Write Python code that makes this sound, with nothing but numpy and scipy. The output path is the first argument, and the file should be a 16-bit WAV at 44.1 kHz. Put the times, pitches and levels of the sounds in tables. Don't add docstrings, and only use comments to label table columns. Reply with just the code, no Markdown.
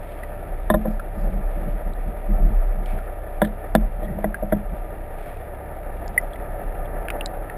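import sys
import numpy as np
from scipy import signal
from scipy.fft import rfft, irfft
from scipy.io import wavfile

SR = 44100
rng = np.random.default_rng(int(sys.argv[2]) if len(sys.argv) > 2 else 0)


def transcribe(signal):
    frames = np.atleast_2d(signal).T
    limited = np.clip(frames, -1, 1)
    pcm = np.round(limited * 32767).astype(np.int16)
    wavfile.write(sys.argv[1], SR, pcm)


N = 333837
TIME = np.arange(N) / SR
ENGINE_HZ, CYLINDERS = 32.5, 6

# time_s, level_db
HUM_LEVELS = [(0, -29.5), (0.65, -31), (0.8, -20.5), (1.1, -26.5), (1.3, -18.5), (1.5, -23.5), (2.26, -24),
              (2.4, -12.5), (2.98, -22.5), (3.08, -29), (3.65, -35.5), (3.83, -20), (4.0, -29), (4.68, -27),
              (5.2, -46.5), (5.9, -32.5), (7.1, -28.5), (7.57, -30.5)]
# multiple_of_cycle_rate, level_db
OTHER_ENGINE_TONES = [(5, -38), (7, -52), (10, -62), (11, -59), (12, -43), (14, -62), (16, -57), (18, -48),
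                      (20, -55), (30, -53), (60, -58), (108, -51)]
# pitch_hz, level_db
SWAY_SPECTRUM = [(24, -23), (27.5, -1.5), (32, -5.5), (37, 1), (42, 2.5), (50, -25)]
# start_s, strength_db, brightness_db, tuning_factor, swell_cycles,
# damping_factor, favoured_hz
MOUNT_BLOWS = [(0.7005, -18.7, 8, 1.053, 1.7, 1.8, 610), (0.7391, -21, 2.5, 1.05, 7.6, 1.6, 610),
               (0.851, -30.5, -3, 1.04, 6.4, 1.45, 527), (3.4172, -15.5, 3, 1.023, 1.7, 1.8, 611),
               (3.7507, -11.5, -1, 1.04, 0.71, 2.26, 667), (4.019, -35.5, -12, 1.035, 7.1, 1.7, 615),
               (4.181, -41, -9, 1.01, 4.6, 1.4, 630), (4.2429, -21.5, -7.5, 1.01, 0.7, 1.6, 628),
               (4.424, -33, -21, 1.0, 1.6, 0.68, 620), (4.5233, -17.5, -7.5, 1, 1.05, 1.4, 630)]
# pitch_hz, level_db, ring_s (time to fade 60 dB)
MOUNT_MODES = [(42.1, -0.5, 0.36), (88.7, -16.5, 0.23), (165.4, -4, 0.18), (205.5, 1, .24),
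               (312.5, -5, 0.12), (352, -5.5, 0.032), (506, 3.5, 0.076), (586.5, -2.5, 0.13),
               (620.3, 4.5, 0.06), (644, -3.5, 0.077), (749, -9, 0.11), (972, 5.5, 0.084),
               (1006, -3, 0.059), (1130, 5.5, 0.033), (1325, 2.5, 0.052), (1390, 10, 0.019),
               (1620, 3.5, 0.063), (1682, -13.5, 0.022), (1730, -6.5, 0.072), (1718, -4, 0.078),
               (2920, -15.5, 0.13), (3368, -2, 0.09), (3690, -14, 0.07), (3600, -6, 0.071),
               (4220, -17, 0.033)]
FAMILY_BORDERS = [0, 430, 880, 1220, 2500, 6000]
# base_db (for a -20 dB blow), db_per_strength_db, brightness_share
FAMILY_RESPONSES = [(-21, 0.66, 0.1), (-19.5, 0.5, 0.048), (-33, 0.5, 1), (-33.5, 1.22, 0.44),
                    (-49, 1.55, 0.95)]
# start_s, peak_db, pitch_hz, swell_cycles, crackle_share (0 to 1)
BUBBLE_POPS = [(0.232, -28.5, 1940, 5.2, 0.4), (0.9953, -24.5, 1370, 1.8, 0.3),
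               (1.935, -41, 4030, 1.8, 0.4), (2.859, -35, 3000, 2.9, 0.53), (2.987, -31, 1390, 1.9, 0.44),
               (4.343, -17, 1623, 2.3, 0.23), (6.0788, -33, 5460, 4.8, 0.51), (6.1764, -4, 2003, 5.7, 0.08),
               (6.2138, -43.5, 5440, 3.1, 0.5), (6.3323, -36, 3380, 7.4, 0.3),
               (6.356, -32.5, 1980, 4.4, 0.47), (6.856, -42, 3300, 3.9, 0.3),
               (7.084, -20.5, 1680, 1.5, 0.35), (7.0837, -21, 2650, 2.0, 0.36),
               (7.102, -22.5, 1435, 0.68, 0.57), (7.102, -17, 2520, 3.2, 0.47),
               (7.2098, -18, 2750, 1.3, 0.22), (7.2597, -15, 3900, 1.5, 0.56),
               (7.4982, -25.5, 1850, 1.0, 0.45)]
# start_s, length_s, level_db
WATER_SURGES = [(1.14, 0.31, -38.5), (1.55, 0.24, -38), (1.85, 0.093, -35), (2.05, 0.095, -35.5),
                (2.27, 0.29, -34.5), (2.73, 0.13, -38), (2.92, 0.093, -40), (3.98, 0.26, -37.5),
                (4.68, 0.095, -43.5), (5.93, 0.25, -46.5)]
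# pitch_hz, level_db
RUSH_SPECTRUM = [(25, -1), (45, 11), (70, 3.5), (110, -3.5), (175, 3.5), (220, 4.5), (250, -16), (320, -5),
                 (420, -14), (530, -31), (610, -5), (800, -27), (1800, -41), (3000, -52)]
# start_s, length_s, level_db, pitch_hz, relative_width
MOUNT_SCRAPES = [(0.845, 0.14, -68, 4700, 0.28), (1.116, 0.18, -65, 4900, 0.36),
                 (3.419, 0.074, -53, 3470, 0.1), (3.422, 0.044, -39.5, 1780, 0.08),
                 (3.987, 0.2, -49.5, 1900, 0.039), (4.02, 0.066, -56.5, 3350, 0.087),
                 (4.237, 0.02, -35.5, 1940, 0.049), (4.517, 0.017, -36.5, 1950, 0.06)]
# time_s, level_db
WASH_LEVELS = [(0, -38.5), (2.5, -38), (4.5, -39.5), (5.9, -37.5), (7.0, -35), (7.57, -35.5)]
# pitch_hz, level_db
WASH_SPECTRUM = [(30, -2), (80, -13), (130, -3.5), (260, -7), (330, -4.5), (480, -2), (700, 0.5),
                 (820, -6.5), (950, -8), (1080, -21), (1220, -11.5), (1450, -15.5), (1850, -17.5),
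                 (2900, -46.5)]
# pitch_hz, width_hz, boost_db
WASH_PEAKS = [(520, 65, 0), (585, 25, 4.5), (620, 95, 2), (760.5, 47, 5.5), (1194, 69, 5.5),
              (1335, 11, 8.5), (1744, 28, 7), (1960, 390, 4.5), (2010, 54, -3), (2750, 110, 16)]
# start_s, length_s, level_db
FROTH_CLOUDS = [(0.0, 0.44, -61.5), (1.48, 0.44, -66.5), (2.845, 0.21, -52.5), (5.17, 0.4, -59),
                (5.9, 0.59, -66)]
# pitch_hz, level_db
FIZZ_SPECTRUM = [(1200, -4), (2300, 6), (3000, -6.5), (3450, -5.5), (4000, -14), (5200, -19), (6000, -16)]


def engine_hum(turns, hum_db=-2.53, throb_db=1.5, waver_db=2.5, sway_db=-33.5, sway_follow=0.68):
    level_db = follow(HUM_LEVELS)
    hum = gain_of(level_db + hum_db + throb_db * np.tanh(drift(6.0))) * np.sin(2 * np.pi * turns)
    for multiple, db in OTHER_ENGINE_TONES:
        phase = 2 * np.pi * (round(multiple) * turns / CYLINDERS + rng.random()) + 0.58 * drift(5.7)
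        hum += gain_of(db + waver_db * drift(2.9)) * np.sin(phase)
    sway = noise(SWAY_SPECTRUM) * gain_of(sway_db + sway_follow * (level_db - level_db.mean()))
    return np.sqrt(2) * hum + sway


def mount_knocks(favour_db=7, favour_width_hz=32, crack_hz=1850, crack_s=0.031,
                 splash_hz=5600, splash_s=0.014, chatter_db=2.27):
    out, t = np.zeros(N), np.arange(SR // 2) / SR
    hz, db, ring_s = np.transpose(MOUNT_MODES)[:, :, None]
    family = np.digitize(hz, FAMILY_BORDERS) - 1
    is_thump = family == 0
    sign = (-1) ** np.arange(len(hz))[:, None]
    for start_s, strength_db, brightness_db, tuning, cycles, damping, favoured_hz in MOUNT_BLOWS:
        family_db = [base_db + slope * (strength_db + 20) + share * brightness_db
                     for base_db, slope, share in FAMILY_RESPONSES]
        swell = 1 - np.exp(-t * hz / (cycles * np.where(is_thump, 0.99, 1)))
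        place_db = favour_db * np.exp(-((hz * tuning - favoured_hz) / favour_width_hz) ** 2)
        decay_db = 60 * t / ring_s * np.where(is_thump, 1, damping)
        phase = 2 * np.pi * (hz * tuning * t + 0.19 * rng.standard_normal(hz.shape))
        modes = sign * swell * gain_of(db + place_db - decay_db) * np.sin(phase)
        for k, level_db in enumerate(family_db):
            ring = modes[family[:, 0] == k].sum(0)
            add(out, start_s, gain_of(level_db) * ring / np.std(ring[:SR // 50]))
        clack_db, tick_db = family_db[-2:]
        crack = hiss(len(t), crack_hz, width=0.069) * (1 - np.exp(-t * crack_hz / cycles))
        add(out, start_s, crack * gain_of(clack_db + 2 - 60 * t / crack_s))
        splash = hiss(len(t), splash_hz, width=0.138) / (1 + cycles ** 4)
        add(out, start_s + 0.0016, splash * gain_of(tick_db + 1 - 60 * t / splash_s))
    return out * gain_of(chatter_db * drift(140))


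def bubble_pops(ring_cycles=45, crackle_life=0.79, echo_s=0.011, echo_db=-27.5):
    out, t = np.zeros(N), np.arange(SR // 10) / SR
    for start_s, peak_db, hz, swell_cycles, share in BUBBLE_POPS:
        decay_db = 60 * t * hz / ring_cycles
        onset = 1 - np.exp(-(t * hz / swell_cycles) ** 3)
        ring = np.sin(2 * np.pi * hz * t) * gain_of(-decay_db)
        crackle = hiss(len(t), hz, width=0.12 + 0.32 * share ** 2) * gain_of(-decay_db / crackle_life)
        pop = onset * ((1 - share) * ring + share * crackle)
        pop = gain_of(peak_db) * pop / abs(pop).max()
        add(out, start_s, pop)
        add(out, start_s + echo_s, gain_of(echo_db) * pop)
    return out


def rushing_water(rush_db=6.0, eddy_db=2.0):
    surges = swells(WATER_SURGES, rise_s=0.015, fall_s=0.045)
    return noise(RUSH_SPECTRUM) * surges * gain_of(rush_db + eddy_db * drift(35))


def mount_scrapes(grain_db=3.5):
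    out = np.zeros(N)
    for start_s, length_s, db, hz, width in MOUNT_SCRAPES:
        size = round(length_s * SR)
        add(out, start_s, gain_of(db) * hiss(size, hz, width) * np.hanning(size))
    return out * gain_of(grain_db * drift(130))


def churning_wash(turns, wash_db=1.18, fizz_db=3.5, fizz_follow=0.29, sparkle_db=2.0, crest_s=0.14):
    pulse_db = 0.47 * np.cos(2 * np.pi * 2 * turns) + 0.91 * drift(48)
    cycle = 2 * np.pi * (turns - ENGINE_HZ * crest_s) / CYLINDERS
    slosh_db = 0.9 * np.cos(cycle) + 0.7 * np.cos(2 * cycle) + 0.5 * drift(3.2)
    level_db = follow(WASH_LEVELS) + slosh_db
    wash = noise(WASH_SPECTRUM, WASH_PEAKS) * gain_of(level_db + wash_db + pulse_db)
    thinning = gain_of(-59.5 - 0.26 * TIME)
    clouds = gain_of(fizz_db) * swells(FROTH_CLOUDS, rise_s=0.032, fall_s=0.3)
    froth = np.hypot(thinning, clouds)
    stir_db = fizz_follow * (level_db - level_db.mean() + pulse_db)
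    fizz = noise(FIZZ_SPECTRUM) * froth * gain_of(fizz_db + stir_db + sparkle_db * drift(200))
    return wash + fizz


def gain_of(db):
    return 10 ** (np.asarray(db) / 20)


def unit_level(x):
    return x / np.sqrt(np.mean(x ** 2) + 1e-20)


def follow(rows):
    return np.interp(TIME, *np.transpose(rows))


def add(mix, start_s, sound):
    part = mix[max(round(start_s * SR), 0):][:len(sound)]
    part += sound[:len(part)]


def swells(rows, rise_s, fall_s):
    strength = np.zeros(N)
    for start_s, length_s, db in rows:
        ramps = np.minimum((TIME - start_s) / rise_s, (start_s + length_s - TIME) / fall_s)
        strength += gain_of(db) * np.clip(ramps, 0, 1)
    return strength


def noise(spectrum, peaks=()):
    hz = np.fft.rfftfreq(N, 1 / SR) + 1
    point_hz, point_db = np.transpose(spectrum)
    db = np.interp(np.log(hz), np.log(point_hz), point_db)
    for centre_hz, width_hz, boost_db in peaks:
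        db += boost_db / (1 + (2 * (hz - centre_hz) / width_hz) ** 2)
    ends = np.minimum(point_hz[-1] / hz, 1) ** 4 * np.minimum(hz / point_hz[0], 1) ** 3
    return unit_level(irfft(rfft(rng.standard_normal(N)) * gain_of(db) * ends, N))


def hiss(size, centre_hz, width):
    hz = np.fft.rfftfreq(size, 1 / SR) + 1
    falloff = 1 + (np.log(hz / centre_hz) / width) ** 2
    return unit_level(irfft(rfft(rng.standard_normal(size)) / falloff, size))


def drift(rate_hz):
    hz = np.fft.rfftfreq(N, 1 / SR)
    low_pass = np.exp(-(hz / rate_hz) ** 2) * (hz > 0)
    return unit_level(irfft(rfft(rng.standard_normal(N)) * low_pass, N))


def scene():
    turns = np.cumsum(ENGINE_HZ * (1 + 0.00193 * drift(1.24))) / SR
    boat = engine_hum(turns) + churning_wash(turns)
    sound = boat + rushing_water() + mount_knocks() + mount_scrapes() + bubble_pops()
    return np.array([sound, sound])


def record(dry, coarse_hz=12000, top_hz=15300):
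    input_filter = signal.firwin(127, 0.48 * coarse_hz, fs=SR)
    filtered = signal.oaconvolve(dry, input_filter[None], "same")
    coarse = signal.resample_poly(filtered, coarse_hz, SR, axis=1).clip(-0.92, 0.92)
    steps = np.repeat(coarse, 4, axis=1)
    held = signal.resample_poly(steps, SR, 4 * coarse_hz, axis=1)[:, :N]
    output_filter = signal.firwin(127, top_hz, window=("kaiser", 8), fs=SR)
    return signal.oaconvolve(held, output_filter[None], "same")


dry = scene()
out = record(dry)
transcribe(out)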